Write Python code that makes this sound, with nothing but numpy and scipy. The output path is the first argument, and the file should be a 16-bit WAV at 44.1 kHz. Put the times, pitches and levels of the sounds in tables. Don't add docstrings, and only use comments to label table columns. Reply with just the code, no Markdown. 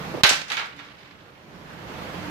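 import sys
import numpy as np
from scipy import signal
from scipy.fft import rfft, irfft
from scipy.io import wavfile
from scipy.ndimage import uniform_filter1d, minimum_filter1d

SR = 44100
rng = np.random.default_rng(int(sys.argv[2]) if len(sys.argv) > 2 else 0)


def int16_out(signal):
    q = np.round(np.clip(np.atleast_2d(signal).T, -1, 1) * 32767)
    wavfile.write(sys.argv[1], SR, q.astype(np.int16))


N = 101429

# frequency_hz, density_db
ROOM_NOISE_SPECTRUM = [(15, -47), (25, -8.5), (69, -7), (178, 0.5), (253, -8), (297, -5), (421, -7.5),
                       (552, -6), (782, -8.5), (871, -6.5), (1380, -9.5), (2850, -16), (6550, -28.5),
                       (9050, -39), (13500, -35), (15500, -43)]
BUMP_SPECTRUM = [(50, -11), (150, -10), (270, 2.5), (500, -1), (700, -8), (1500, -27), (8000, -51)]
FRICTION_SPECTRUM = [(100, -30), (700, -16), (1500, -0.5), (3000, -3), (5000, -12), (9000, -42),
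                     (15000, -34)]
KNOCK_SPECTRUM = [(60, -23), (300, -16.5), (480, -12), (620, -12.5), (800, -2.5), (1000, -3), (1400, 0),
                  (2300, 0.5), (3800, -3), (5500, -13), (7000, -17), (9000, -31), (12000, -29),
                  (14500, -38), (15700, -53.5)]
CLACK_SPECTRUM = [(60, -14.5), (250, -9), (400, -12), (800, -5), (1300, -2.5), (2200, 1), (3200, 0),
                  (4600, -3), (5700, -2.5), (6600, -7.5), (7600, -9), (9200, -20.5), (10500, -20),
                  (12500, -28), (14700, -28), (15700, -36)]
CRACK_SPECTRUM = [(60, -26), (300, -20), (380, -12), (450, -7.5), (520, -13.5), (590, -3), (680, -5.5),
                  (800, -2), (1000, -6), (1400, -2), (2100, -2), (3000, -2.5), (4000, -1.5), (4700, -7.5),
                  (5600, -12), (6600, -14), (7800, -25), (9000, -30), (10500, -25), (12000, -31),
                  (14700, -32), (15700, -42)]
# frequency_hz, correlation
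ROOM_NOISE_CORRELATION = [(50, 0.9), (240, 0.82), (480, 0.76), (950, -0.05), (1900, 0.021), (4000, -0.15),
                          (15000, 0.17)]
# start_s, end_s, pitch_hz, half_width_hz, level_db
ROOM_HUMS = [(0, 2.9, 176, 21, -51), (0.7, 1.17, 288.3, 9.1, -47), (2.12, 2.7, 304, 17, -43.5)]
# frequency_hz, t60_s
REVERB_TIMES = [(150, 0.42), (600, 0.31), (1500, 0.42), (3000, 0.35), (6000, 0.32), (10000, 0.28),
                (15000, 0.32)]
# start_s, level_db
FLICK_BUMPS = [(0.14, -28), (0.147, -29), (0.174, -31), (0.18, -38)]
# pitch_hz, relative_level_db, t60_s
RAIL_MODES = [(1141, -5, .5), (1368, 1, .4), (1430, -6, .4), (1560, -7, .25), (1643, -4, .4),
              (1935, -3, .35), (2217, -4, .4), (2248, -2, .4), (2365, -2, .35), (3740, -8, .3)]
DISC_AND_BOARD_MODES = [(582, 1, .42), (1365, 1, .5), (1542, 0, .45), (1566, -3, .45), (1994, -1, .42),
                        (2207, -4, .42), (2565, -6, .35), (2662, -6, .35), (2707, 3, .55), (2918, -4, .45),
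                        (3266, -4, .35), (3535, -4, .32), (3737, -4, .3), (3898, -4, .28), (4332, -3, .3),
                        (5090, -5, .27), (5227, -5, .27)]
# start_s, level_db, tilt_db_per_octave, left_over_right_db, attack_s
RAIL_KNOCKS = [(0.5008, -13.5, 2.5, -0.5, 0.00011), (0.5070, -18, -7, -5, 0.0015),
               (0.5172, -9, 3, -3.5, 0.00069), (0.5300, -16.5, -2.5, -12, 0.0021),
               (0.5686, -13, 1.5, -4, .0002), (0.5755, -11.5, -1, -6, 0.00092),
               (0.5870, -19, -2.5, 4, .001), (0.5955, -15, -2, -13, 0.0003),
               (0.6110, -18, -5.5, -3, 0.0014), (0.6435, -27, 1, -16, 0.0014), (0.6550, -31, 8, -4, 0.0015),
               (0.7640, -36, 6, 3, .001), (0.7780, -32.5, 1, -7, .002), (0.7900, -26, -1, -10, 0.00098),
               (0.7976, -27.5, -1.5, 0, 0.00069), (0.8460, -30.5, 1.5, 0, 0.002),
               (0.8844, -35.5, -2.5, -12, 0.0015), (0.9830, -33, 2, -9, 0.004), (1.0430, -31, 0, 0, 0.0074)]
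DISC_CLACKS = [(0.2925, -2, 3, 0, 0.000026), (0.2960, -6, 3.5, 2, 0.0002), (0.2982, -4.5, 0.5, -1, .0003),
               (0.3100, -17, -9, -9, 0.0002), (0.3290, -10.5, -2.5, 11, .0002),
               (0.4150, -21.5, -2.5, -15, 0.001), (0.4800, -18, -1.5, 0, 0.0037)]
BREAK_CRACKS = [(0.2349, 2.5, 0.5, -5.5, 0.00002), (0.2362, 1.5, 0, -1, 0.00013),
                (0.2388, -4, 2.5, -8, 0.00015), (0.2415, -3.5, 1, 15, 0.0003),
                (0.2466, -5, 0.5, -10, 0.0002), (0.2492, -5.5, -2, -7, 0.00022),
                (0.2630, -8.5, 9.5, -10, .0003), (0.2700, -8.5, 2.5, 14, .0005)]
# frequency_hz, left_over_right_db
MICROPHONE_BALANCE = [(60, -4.5), (300, -4.5), (1400, -3.5), (4400, -5.5), (6800, -1.5), (9000, 7),
                      (15000, -0.5)]


def amp(db):
    return 10 ** (np.asarray(db) / 20)


def unit_rms(x):
    return x / np.sqrt(np.mean(x ** 2) + 1e-20)


def unit_energy(x):
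    return x / np.sqrt(np.sum(x ** 2, -1, keepdims=True) + 1e-20)


def curve_at(points, hz):
    frequencies, values = np.transpose(points)
    return np.interp(np.log(hz + 1), np.log(frequencies + 1), values)


def pan(left_over_right_db):
    return amp(np.array([[left_over_right_db], [-left_over_right_db]]) / 2)


def decay(t, t60_s):
    return np.exp(-np.log(1000) * t / np.maximum(t60_s, 1e-3))


def add(mix, start_s, level_db, sound):
    part = mix[:, round(start_s * SR):][:, :sound.shape[1]]
    part += amp(level_db) * np.sqrt(SR / 100) * sound[:, :part.shape[1]]


def coloured(x, spectrum, tilt_db_per_octave=0):
    hz = abs(np.fft.fftfreq(2048, 1 / SR))
    octaves = np.log2(np.clip(hz, 500, 9000))
    log_gain = np.log(amp(curve_at(spectrum, hz) + tilt_db_per_octave * octaves))
    response = np.exp(np.conj(signal.hilbert(log_gain)))
    taps = np.fft.ifft(response).real[:len(hz) // 2]
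    return signal.fftconvolve(x, unit_energy(taps)[None], axes=1)[:, :x.shape[1]]


def room_noise(level_db=-34.5, patch_db=1, flicker_db=0.6):
    frames, hz = N // 256 + 5, np.fft.rfftfreq(1024, 1 / SR)
    left_re, left_im, other_re, other_im, patches = rng.standard_normal((frames, len(hz), 5)).T
    patches = unit_rms(uniform_filter1d(uniform_filter1d(patches, size=12, axis=0), size=12, axis=1))
    flicker = unit_rms(uniform_filter1d(rng.standard_normal(frames), size=4))
    correlation = np.clip(curve_at(ROOM_NOISE_CORRELATION, hz), -1, 1)[:, None]
    left = left_re + 1j * left_im
    right = correlation * left + np.sqrt(1 - correlation ** 2) * (other_re + 1j * other_im)
    gain = amp(curve_at(ROOM_NOISE_SPECTRUM, hz)[:, None] + patch_db * patches + flicker_db * flicker)
    noise = signal.istft(np.array([left, right]) * gain, nperseg=1024, noverlap=768)[1][:, :N]
    return amp(level_db) * unit_rms(noise)


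def room_hums(fade_s=0.048):
    out, t, hz = np.zeros(N), np.arange(N) / SR, np.fft.rfftfreq(N, 1 / SR)
    for start_s, end_s, pitch_hz, half_width_hz, level_db in ROOM_HUMS:
        band = np.exp(-((hz - pitch_hz) / half_width_hz) ** 2)
        tone = unit_rms(irfft(rfft(rng.standard_normal(N)) * band, N))
        out += amp(level_db) * tone * np.clip(np.minimum(t - start_s, end_s - t) / fade_s, 0, 1)
    return out


def reverberation(t, rise_s=0.0019):
    hz, frame_s, bands = signal.stft(rng.standard_normal((2, len(t))), SR, nperseg=256)
    damped = bands * decay(frame_s, curve_at(REVERB_TIMES, hz)[:, None])
    tail = signal.istft(damped, SR, nperseg=256)[1][:, :len(t)]
    return unit_energy(tail * (1 - np.exp(-t / rise_s)))


def flick_bumps(stereo_spread=0.72, t60_s=0.067):
    out, t = np.zeros((2, N)), np.arange(SR // 2) / SR
    for start_s, level_db in FLICK_BUMPS:
        noise = rng.standard_normal(len(t)) + stereo_spread * rng.standard_normal((2, len(t)))
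        add(out, start_s, level_db, unit_energy(coloured(noise * decay(t, t60_s), BUMP_SPECTRUM)))
    return out


def sliding_discs(start_s=0.34, rest_s=1.46, level_db=-34, grain_db=4.0):
    t = np.arange(N) / SR
    speed = np.clip((rest_s - t) / (rest_s - start_s), 0, 1) * (t > start_s)
    grain = amp(grain_db * unit_rms(uniform_filter1d(rng.standard_normal(N), size=400)))
    friction = unit_rms(coloured(grain * rng.standard_normal((2, N)), FRICTION_SPECTRUM))
    return amp(level_db) * np.sqrt(speed) * friction


def board_thump(start_s=0.2345, level_db=-12.5, contact_s=0.0046, spring_hz=79, boom_db=-17):
    out, t = np.zeros((2, N)), np.arange(SR // 2) / SR
    push = -np.sin(np.pi * np.minimum(t / contact_s, 1)) ** 2
    flex = unit_energy(signal.sosfilt(signal.butter(2, spring_hz, "high", fs=SR, output="sos"), push))
    reflections = rng.standard_normal((2, len(t))) * decay(t, t60_s=1.0)
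    boom = unit_energy(signal.fftconvolve(reflections, flex[None], axes=1)[:, :len(t)])
    add(out, start_s, level_db, flex * pan(left_over_right_db=-17) + amp(boom_db) * boom)
    return out


def disc_impacts(events, spectrum, modes, tick_db, ring_db, body_db=-2, room_db=-0.5):
    out, t = np.zeros((2, N)), np.arange(SR * 3 // 5) / SR
    impulse = t == 0
    rings = np.array([amp(db) * decay(t, t60_s) * np.exp(2j * np.pi * hz * t) for hz, db, t60_s in modes])
    for start_s, level_db, tilt, side_db, attack_s in events:
        tick = coloured(amp(tick_db) * pan(side_db) * impulse, spectrum, tilt + 3)
        burst = unit_energy(rng.standard_normal((2, len(t))) * decay(t, t60_s=0.037))
        body = amp(body_db) * pan(side_db) * burst
        phases = np.exp(2j * np.pi * rng.random((2, len(modes))))
        ring = amp(ring_db) * unit_energy((phases @ rings).real)
        body_in_room = coloured(body + amp(room_db) * reverberation(t), spectrum, tilt)
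        attack = 1 - np.exp(-t / max(attack_s, 1e-5))
        add(out, start_s, level_db, (tick + body_in_room + ring) * attack)
    return out


def scene():
    cracks = disc_impacts(BREAK_CRACKS, CRACK_SPECTRUM, DISC_AND_BOARD_MODES, tick_db=-6.5, ring_db=-6.5)
    clacks = disc_impacts(DISC_CLACKS, CLACK_SPECTRUM, DISC_AND_BOARD_MODES, tick_db=-8.5, ring_db=-11)
    knocks = disc_impacts(RAIL_KNOCKS, KNOCK_SPECTRUM, RAIL_MODES, tick_db=-12.5, ring_db=-4.5)
    game = cracks + clacks + knocks + sliding_discs() + board_thump() + flick_bumps()
    return game + room_noise() + room_hums()


def microphone(x, low_cut_hz=47.3):
    hz = np.fft.rfftfreq(2 * N, 1 / SR)
    sensitivity = amp(np.outer([1, -1], curve_at(MICROPHONE_BALANCE, hz)) / 2)
    picked_up = irfft(rfft(x, 2 * N) * sensitivity)[:, :N]
    return signal.sosfilt(signal.butter(2, low_cut_hz, "high", fs=SR, output="sos"), picked_up)


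def gain_control(x, threshold_db=-15, max_duck_db=15, ahead_s=0.016, hold_s=1.07, recover_db_per_s=22):
    t = np.arange(N) / SR
    power_db = 10 * np.log10(abs(uniform_filter1d((x ** 2).mean(0), size=128)) + 1e-12)
    excess_db = np.interp(t + ahead_s, t, np.clip(power_db - threshold_db, 0, max_duck_db))
    hold_samples = int(hold_s * SR) // 2 * 2 + 1
    held_db = -minimum_filter1d(-excess_db, hold_samples, mode="constant", origin=hold_samples // 2)
    duck_db = np.maximum.accumulate(held_db + recover_db_per_s * t) - recover_db_per_s * t
    return x / amp(uniform_filter1d(duck_db, size=600))


def record(dry, ceiling=0.85, band_limit_hz=15600):
    ducked = gain_control(microphone(dry))
    soft_clipped = ducked / (1 + (ducked / ceiling) ** 6) ** (1 / 6)
    low_pass = signal.firwin(255, band_limit_hz, window=("kaiser", 8), fs=SR)
    return signal.oaconvolve(soft_clipped, low_pass[None], "same")


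dry = scene()
out = record(dry)
int16_out(out)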